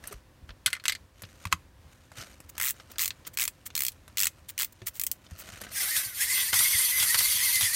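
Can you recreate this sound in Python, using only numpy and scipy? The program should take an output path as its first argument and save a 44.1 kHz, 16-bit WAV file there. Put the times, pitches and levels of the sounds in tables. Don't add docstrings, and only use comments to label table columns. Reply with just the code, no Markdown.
import sys
import numpy as np
from scipy import signal
from scipy.fft import rfft, irfft
from scipy.io import wavfile
from scipy.ndimage import uniform_filter1d

SR = 44100
rng = np.random.default_rng(int(sys.argv[2]) if len(sys.argv) > 2 else 0)


def master(y):
    cut = np.clip(np.atleast_2d(y).T, -1, 1)
    pcm = np.round(cut * 32767)
    wavfile.write(sys.argv[1], SR, pcm.astype(np.int16))


N = 341775
TIME = np.arange(N) / SR
RING = TIME[:SR // 8]


def undb(db):
    return 10 ** (np.asarray(db) / 20)


def unit(x):
    return x / np.sqrt(np.mean(x ** 2))


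def curve(rows):
    return np.interp(TIME, *np.transpose(rows))


def fade(t60):
    return np.exp(-np.log(1000) * RING / t60)


def add(track, s, sound):
    start = max(int(s * SR), 0)
    track[start:start + len(sound)] += sound[:N - start]


def wander(rate):
    hold = int(SR / rate)
    steps = np.repeat(rng.standard_normal(N // hold + 1), hold)
    return unit(uniform_filter1d(steps, hold)[:N])


def tint(x, colour, bass_db=0, treble_db=0, modes=(), size=4096):
    hz = np.maximum(np.fft.rfftfreq(size, 1 / SR), 1)
    points, db = np.transpose(colour)
    colour_db = np.interp(np.log(hz), np.log(points), db)
    shelves = bass_db / (1 + (hz / 2400) ** 6) + treble_db / (1 + (7000 / hz) ** 6)
    peaks = 1 + sum(undb(d) ** 2 / (1 + (2 * (hz - f) / w) ** 2) for f, w, d in modes)
    cepstrum = irfft(np.log(undb(colour_db + shelves) * np.sqrt(peaks)))
    cepstrum[1:size // 2] *= 2
    cepstrum[size // 2 + 1:] = 0
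    return signal.fftconvolve(x, irfft(np.exp(rfft(cepstrum))))[:len(x)]


def patchy(colour, spread_db):
    hz = np.geomspace(150, 16000, 40)
    points, db = np.transpose(colour)
    colour_db = np.interp(np.log(hz), np.log(points), db)
    return np.transpose([hz, colour_db + spread_db * rng.standard_normal(len(hz))])


def friction(grain_rate, scatter_db, ring_t60):
    slips = (rng.random(N) < grain_rate / SR) * undb(scatter_db * rng.standard_normal(N)) ** 2
    power = signal.fftconvolve(slips, fade(ring_t60) ** 2)[:N]
    return unit(np.sqrt(np.abs(power)) * rng.standard_normal(N))


def swells(rows):
    return sum(undb(db) * np.exp(-((TIME - s) / (half * np.where(TIME < s, .75, 1.3))) ** 2)
               for s, half, db in rows)


# (frequency [Hz], level [dB])
AIR_COLOUR = [(15, -34.5), (25, -7.5), (82, 4), (161, -9), (309, -11.5), (451, -18.5), (531, -15),
              (863, -21), (988, -17), (1330, -23), (1790, -20.5), (2050, -24), (16000, -38)]


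def room_tone():
    air = unit(tint(rng.standard_normal(N), AIR_COLOUR)) * undb(-56.5 + 1.2 * wander(8.4))
    hum = undb(-77) * unit(np.sin(2 * np.pi * 520 * TIME))
    return air + hum


# (frequency [Hz], level [dB], t60 [s])
SHELL_RINGS = [(1367, -18, 0.09), (1784, -2.5, 0.05), (2051, 5, 0.036), (2550, 3.5, 0.04), (3260, 1, 0.055),
               (4245, 7, 0.042), (4700, -4, 0.06), (6330, 0, 0.06), (7220, 0.5, 0.043), (8000, 4, 0.05),
               (9090, 7, 0.038), (12900, 6.5, .04), (13160, 5, 0.04), (13900, 10, .035)]


def knocks(rows, colour, crack_t60, ring_t60, ring_db, modes_db, gain_db, patchy_db):
    out = np.zeros(N)
    envelope = fade(crack_t60) + undb(ring_db) * fade(ring_t60)
    rings = np.array([undb(db + modes_db) * np.exp(2j * np.pi * hz * RING) * fade(t60)
                      for hz, db, t60 in SHELL_RINGS])
    for s, db, bass_db, treble_db in rows:
        shares = rng.standard_normal(len(rings)) + 1j * rng.standard_normal(len(rings))
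        struck = rng.standard_normal(len(RING)) * envelope + np.imag(shares @ rings)
        struck[0] += undb(7.5)
        blow = tint(struck, patchy(colour, patchy_db), bass_db, treble_db)
        attack = blow[RING < .006]
        add(out, s, blow * undb(db + gain_db) / np.std(attack))
    return out


# (frequency [Hz], level [dB])
FINGER_COLOUR = [(150, 3.5), (400, -4), (600, 1.5), (850, -4.5), (1400, 2.5), (3000, -3), (4200, -5),
                 (6000, -4.5), (9000, -9), (13000, -12), (16000, -27)]
# (time [s], level [dB], bass [dB], treble [dB])
FINGER_TAPS = [(0.0394, -44.5, 7.5, 5), (0.0733, -38, -22, 27), (0.125, -42, 19.5, 28),
               (0.4917, -46, 1, -40), (0.5052, -48, -2, -48), (1.2205, -43.5, 3, 18),
               (1.2357, -45, -11, -48), (1.2511, -53, -9, -11), (2.1175, -49, 10, 5),
               (2.2131, -44, -38, -8), (2.403, -48, 6, 15), (2.7988, -48, -3, -33), (2.958, -51, -6, -20),
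               (3.2504, -52, -14, -21), (3.7031, -49.5, -7, -16), (3.9189, -51, -14, 8),
               (4.0789, -50, 9, 9), (4.8182, -49.5, 0, -13), (5.2648, -53.5, -10, -21),
               (5.3097, -52, -1, 2), (5.615, -39, 3, 13), (5.6668, -45, 2, -32)]
CREAKS_START_S, CREAKS_END_S = 2.6, 7.6


def taps_and_ticks():
    ticks = [(CREAKS_START_S + when * (CREAKS_END_S - CREAKS_START_S), -58 - 6 * weak, 0, -22)
             for when, weak in rng.random((14, 2))]
    return knocks(FINGER_TAPS + ticks, FINGER_COLOUR, crack_t60=.013, ring_t60=.047,
                  ring_db=4, modes_db=-26, gain_db=2.5, patchy_db=3)


# (peak time [s], half length [s], level [dB])
FINGER_SLIDES = [(.085, 0.052, -47), (.49, .015, -58), (1.225, 0.089, -58), (1.43, 0.065, -55),
                 (1.521, 0.0068, -43), (1.95, 0.14, -62.5), (2.185, 0.044, -48), (2.27, 0.12, -55),
                 (2.56, 0.019, -54), (2.78, 0.033, -57), (2.915, 0.016, -48), (3.27, 0.013, -48),
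                 (5.39, 0.027, -52.5), (5.58, 0.29, -51.5)]


def rubs_and_creaks():
    colours = [patchy(FINGER_COLOUR, 3) for _ in range(2)]
    slips = [tint(friction(grain_rate=230, scatter_db=1.5, ring_t60=.022), colour) for colour in colours]
    rub = unit(sum(slip * undb(2.8 * wander(35)) for slip in slips))
    creaking = undb(-67) * (TIME > CREAKS_START_S) * (TIME < CREAKS_END_S)
    return (swells(FINGER_SLIDES) + creaking) * rub


# (time [s], level [dB], pitch [Hz])
TABLE_BUMPS = [(0.109, -44, 409), (0.139, -39, 53.3), (0.425, -42.5, 70), (0.49, -40, 43.4),
               (0.661, -43.5, 105), (1.229, -40, 95), (1.456, -31.5, 92.5), (1.526, -35, 82),
               (1.53, -40.5, 174), (1.851, -44.5, 79), (2.181, -44, 120.4), (4.815, -48, 368),
               (4.818, -42.5, 106), (5.316, -36, 82), (5.525, -45, 95), (6.06, -47, 108), (6.745, -39, 93),
               (7.348, -43.5, 101.8), (7.627, -37, 100)]


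def table_thuds(rows):
    out = np.zeros(N)
    envelope = 2 * (fade(.11) - fade(.017))
    for s, db, hz in rows:
        sway = np.sin(2 * np.pi * hz * RING) + undb(-10.5) * np.sin(2 * np.pi * 1.8 * hz * RING)
        add(out, s, undb(db) * sway * envelope)
    return out


# (frequency [Hz], level [dB])
CLATTER_COLOUR = [(180, -44), (400, -28.5), (900, -25.5), (1400, -7), (1700, -8.5), (2100, -3), (2500, -7),
                  (3000, -5), (3900, -2.5), (4500, -3), (5400, -8), (9000, -9), (10200, -14), (12000, -11),
                  (16000, -27.5)]
# (time [s], level [dB], bass [dB], treble [dB])
CANDY_HITS = [(0.661, -15.5, 2, 2.5), (0.6775, -28.5, 14, 2.5), (0.7033, -41, 10, 11), (0.725, -46, 17, -3),
              (0.73, -22.5, 11.5, 4), (0.7514, -36.5, 14, 4), (0.7663, -38.5, 18, -5),
              (0.7987, -45, 9, -11), (0.8392, -40, 17, 13), (0.8547, -24.5, 5, 3), (0.8813, -18, 0.5, 4),
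              (0.8959, -22, 1, -4), (0.9218, -27, -2, -6.5), (0.951, -34.5, 2.5, -8)]


def candies():
    rebounds = [(s + .007, db - 12, bass, treble - 14) for s, db, bass, treble in CANDY_HITS]
    return knocks(CANDY_HITS + rebounds, CLATTER_COLOUR, crack_t60=.0064, ring_t60=.055,
                  ring_db=-5, modes_db=-23, gain_db=-1.5, patchy_db=3)


# (frequency [Hz], level [dB])
SNAP_COLOUR = [(180, -50), (330, -49), (620, -30.5), (780, -26), (950, -7.5), (1170, -1.5), (1500, -8),
               (2000, -9.5), (2520, -6), (3200, -10), (4800, -13.5), (7700, -15.5), (13100, -21.5),
               (16000, -33)]
# (time [s], level [dB], bass [dB], treble [dB])
LID_HITS = [(1.4533, -30, 4.5, 2.5), (1.4706, -42, -3, -9), (1.526, -15.5, 6, -0.5)]


def lid():
    return knocks(LID_HITS, SNAP_COLOUR, crack_t60=.014, ring_t60=.063,
                  ring_db=-16, modes_db=-27, gain_db=-1, patchy_db=0)


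# (frequency [Hz], level [dB])
WINDER_COLOUR = [(240, -33), (400, -29), (750, -27), (1150, -11.5), (1500, -13.5), (2100, -4.5),
                 (2500, -7.5), (3200, -7), (4300, -7.5), (5500, -7), (7700, -3), (10600, -9), (13100, -3.5),
                 (16000, -2.5)]
# (peak time [s], half length [s], level [dB])
KEY_SCRAPES = [(2.495, 0.0063, -44), (2.918, 0.0046, -43), (3.273, 0.0056, -32.5), (3.342, 0.0081, -44.5),
               (3.665, 0.0078, -31.5), (4.495, 0.0093, -36), (4.727, 0.0041, -46), (4.875, 0.011, -27.5),
               (4.959, 0.02, -42), (5.397, 0.018, -41.5)]


def key_scrapes():
    slips = friction(grain_rate=2200, scatter_db=4, ring_t60=.0097)
    scrape = unit(tint(slips, WINDER_COLOUR, bass_db=3.5, treble_db=3.5))
    return undb(1.5) * swells(KEY_SCRAPES) * scrape


def twist(start, end, clicks, slow_start, slow_end, db, first_bass_db, last_bass_db, treble_db):
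    starting = np.exp(-np.arange(round(clicks)) / 1.25)
    gaps = 1 + slow_start * starting[:-1] + slow_end * starting[:-1][::-1]
    progress = np.append(0, np.cumsum(gaps)) / gaps.sum()
    grip_bass_db = first_bass_db + (last_bass_db - first_bass_db) * progress
    level_scatter, bass_scatter, treble_scatter = rng.standard_normal((len(progress), 3)).T
    return np.transpose([start + (end - start) * progress,
                         db - 2 * starting - .83 * level_scatter,
                         grip_bass_db + 2 * bass_scatter,
                         treble_db - 5 * starting + 2 * treble_scatter])


# (first click [s], last click [s], clicks [count], slow start [extra gaps],
# slow end [extra gaps], level [dB], first bass [dB], last bass [dB], treble [dB])
KEY_TWISTS = [(2.58, 2.707, 15, 1.6, 0, -25, 8, 0, 1), (2.9835, 3.0783, 12, .95, 3, -24, -2, 3, -1),
              (3.3728, 3.478, 10, 1.25, 2.95, -24, 0, 3, 0), (3.7525, 3.883, 10, -.2, .2, -23.5, -1, -7, 1),
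              (4.172, 4.2693, 10, .08, .45, -22, -2, 1, -1), (4.5786, 4.6459, 8, .8, 1.55, -24, -1, 4, 0),
              (4.9968, 5.1146, 5, -.05, 2.1, -22.5, 1, -7, 6)]
# (time [s], level [dB], bass [dB], treble [dB])
PAWL_SETTLE = [(3.1056, -31.5, 4, -21)]


def pawl():
    grips = [twist(*row) for row in KEY_TWISTS] + [PAWL_SETTLE]
    return sum(knocks(clicks, patchy(WINDER_COLOUR, .77), crack_t60=.012, ring_t60=.058,
                      ring_db=-9, modes_db=-27, gain_db=-.5, patchy_db=2) for clicks in grips)


STRIDE_S, STRIDE_START_S = .617, 6.47


def each_stride(s, half):
    away = (TIME - STRIDE_START_S - s + STRIDE_S / 2) % STRIDE_S - STRIDE_S / 2
    return np.exp(-(away / half) ** 2)


def gear_teeth(phase, jitter, scatter_db, alternate):
    teeth = np.arange(np.count_nonzero(np.diff(np.floor(phase))))
    timing, force = rng.standard_normal((len(teeth), 2)).T
    places = np.interp(teeth + 1 + jitter * timing, phase, np.arange(N))
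    sizes = undb(scatter_db * force) * (1 + alternate * (-1) ** teeth)
    return np.bincount(np.round(places).astype(int), sizes, N)[:N]


def rattle(teeth, shift_db):
    out = 0
    for _ in range(4):
        path = rng.standard_normal(len(RING)) * (fade(.0037) + undb(-6) * fade(.054))
        out = out + signal.fftconvolve(teeth, path)[:N] * wander(40) * undb(shift_db * wander(9.8))
    return out / np.sqrt(uniform_filter1d(out ** 2, size=400) + 1e-12)


# (frequency [Hz], level [dB])
WHIR_COLOUR = [(60, -16), (160, -10), (250, -24), (400, -15), (700, -15), (1100, -6.5), (1450, -7),
               (2000, 2.5), (2500, -5), (3400, -3), (4800, -3.5), (7300, -1.5), (9500, 1), (12000, -2),
               (14500, 1.5), (15400, -11), (16000, -20)]
# (frequency [Hz], width [Hz], relative level [dB])
HELD_SIDE = [(1640, 400, -9), (5400, 580, -3), (9000, 120, -2), (9600, 290, -4.5), (12200, 540, -6),
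             (13800, 790, -12)]
WALKING_SIDE = [(3400, 200, -3), (4780, 219, 2), (6000, 250, 1), (8960, 170, 7), (10000, 260, -1),
                (11200, 340, 6), (12500, 400, 3)]
TURNED_SIDE = [(4580, 640, 1.85), (5720, 250, 2.4), (6330, 78, 3), (9160, 72, 3.3), (9830, 300, 4.1),
               (10870, 170, 4.1), (12270, 250, 6.1)]
TURN_TIMES = [6.4, 6.56, 7.0, 7.2]


def gear_whir(phase):
    gears = rattle(gear_teeth(phase, jitter=.19, scatter_db=1.5, alternate=.11), shift_db=4)
    whir = 0
    for side, shares in [(HELD_SIDE, [1, .21, .25, .11]),
                         (WALKING_SIDE, [.18, .82, .88, .16]),
                         (TURNED_SIDE, [.076, .39, .15, 1])]:
        modes = [(hz, width, db + 7.5) for hz, width, db in side]
        facing = np.interp(TIME, TURN_TIMES, shares)
        whir = whir + facing * unit(tint(gears, WHIR_COLOUR, modes=modes))
    return undb(1) * whir


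def gear_whine(phase, tooth_hz):
    body = 1 / (1 + ((tooth_hz - 2020) / 210) ** 2) + .61 / (1 + ((tooth_hz - 1550) / 90) ** 2)
    meshing = undb(-12.5) * body * unit((1 + .7 * wander(70)) * np.sin(2 * np.pi * phase))
    octave_below = undb(-29 + 5 * wander(50)) * np.sqrt(body) * np.sin(np.pi * phase)
    return meshing + octave_below


# (time [s], tooth rate [Hz])
GEAR_SPEED = [(5.72, 1359), (5.8, 1654), (5.87, 1690), (5.95, 1923), (6.01, 1674), (6.12, 1482),
              (6.2, 1640), (6.24, 2077), (6.45, 2035), (6.7, 2168), (7, 2047), (7.3, 2125), (7.75, 2023)]
# (time [s], level [dB])
GEAR_FORCE = [(5.7, -78), (5.72, -45.5), (5.79, -30.5), (5.94, -33.5), (5.97, -27), (6.03, -36.5),
              (6.14, -43.5), (6.22, -27.5), (6.27, -31), (6.33, -28), (6.5, -31), (6.52, -39), (6.54, -28),
              (7.75, -27.5)]
# (time into stride [s], half length [s], speed lost [share])
STRIDE_LOADS = [(-.005, .035, .14), (.115, .025, .07), (.31, .03, .1), (0.419, .025, .08)]


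def clockwork():
    sag = sum(share * each_stride(s, half) for s, half, share in STRIDE_LOADS)
    tooth_hz = curve(GEAR_SPEED) * (1 - sag)
    phase = np.cumsum(tooth_hz * (1 + .02 * wander(150))) / SR
    running = TIME > GEAR_FORCE[0][0]
    drive = undb(curve(GEAR_FORCE) - 14 * sag + 1.15 * wander(45)) * running
    return drive * (gear_whir(phase) + gear_whine(phase, tooth_hz))


# (frequency [Hz], level [dB])
FOOT_COLOUR = [(150, -6), (400, -14), (650, -5), (1200, 4), (1500, 2), (2000, 3.5), (4000, 3), (7000, -2),
               (10000, -2.5), (16000, -12)]
# (time [s], level [dB], bass [dB], treble [dB])
FOOTFALLS = [(5.9654, -21.5, -12, 2.5), (6.379, -26, -1, 7), (6.5296, -18.5, 2.5, -3),
             (6.5405, -17.5, -6, 6), (6.5905, -16.5, -11.5, 7), (6.605, -28.5, 12, -2),
             (6.9989, -20, -13.5, 0), (7.027, -20, -3, 4), (7.1447, -16.5, -1.5, -9), (7.1885, -17, -12, 7),
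             (7.2061, -21.5, 2, 7), (7.5558, -19, -19, 3), (7.6095, -20.5, -8.5, -2)]


def feet():
    stamps = knocks(FOOTFALLS, FOOT_COLOUR, crack_t60=.014, ring_t60=.086,
                    ring_db=1, modes_db=-30, gain_db=-4.5, patchy_db=2)
    return stamps + table_thuds([(s, db - 28, 101.2) for s, db, _, _ in FOOTFALLS])


# (frequency [Hz], level [dB])
LOOSE_SHELL_COLOUR = [(600, -28.5), (1500, -14), (2700, -7.5), (3400, 4), (4000, -11), (5000, -8),
                      (8000, -31), (16000, -23)]
# (time into stride [s], half length [s], level [dB])
CHATTER_BURSTS = [(.27, 0.12, -36), (0.551, 0.029, -32)]
FREE_S = 6.3


def shell_chatter():
    lean = sum(undb(db) * each_stride(s, half) for s, half, db in CHATTER_BURSTS) * (TIME > FREE_S)
    grains = friction(grain_rate=1100, scatter_db=1.5, ring_t60=.018)
    return lean * unit(tint(grains, LOOSE_SHELL_COLOUR))


def wall_echo(toy):
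    tail = rng.standard_normal(len(RING)) * fade(.18) * (RING > .006)
    tail = tint(tail, [(200, 1), (2500, -3.5), (16000, -2)])
    return undb(-28) * signal.fftconvolve(toy, tail / np.linalg.norm(tail))[:N]


def scene():
    contacts = taps_and_ticks() + rubs_and_creaks() + table_thuds(TABLE_BUMPS)
    toy = contacts + candies() + lid() + key_scrapes() + pawl() + clockwork() + feet() + shell_chatter()
    mono = room_tone() + toy + wall_echo(toy)
    return np.array([mono, mono])


def record(dry):
    low_cut = signal.butter(4, 33, "high", fs=SR, output="sos")
    top_cut = signal.ellip(10, .2, 80, 15900, fs=SR, output="sos")
    return signal.sosfilt(top_cut, signal.sosfilt(low_cut, dry))


dry = scene()
out = record(dry)
master(out)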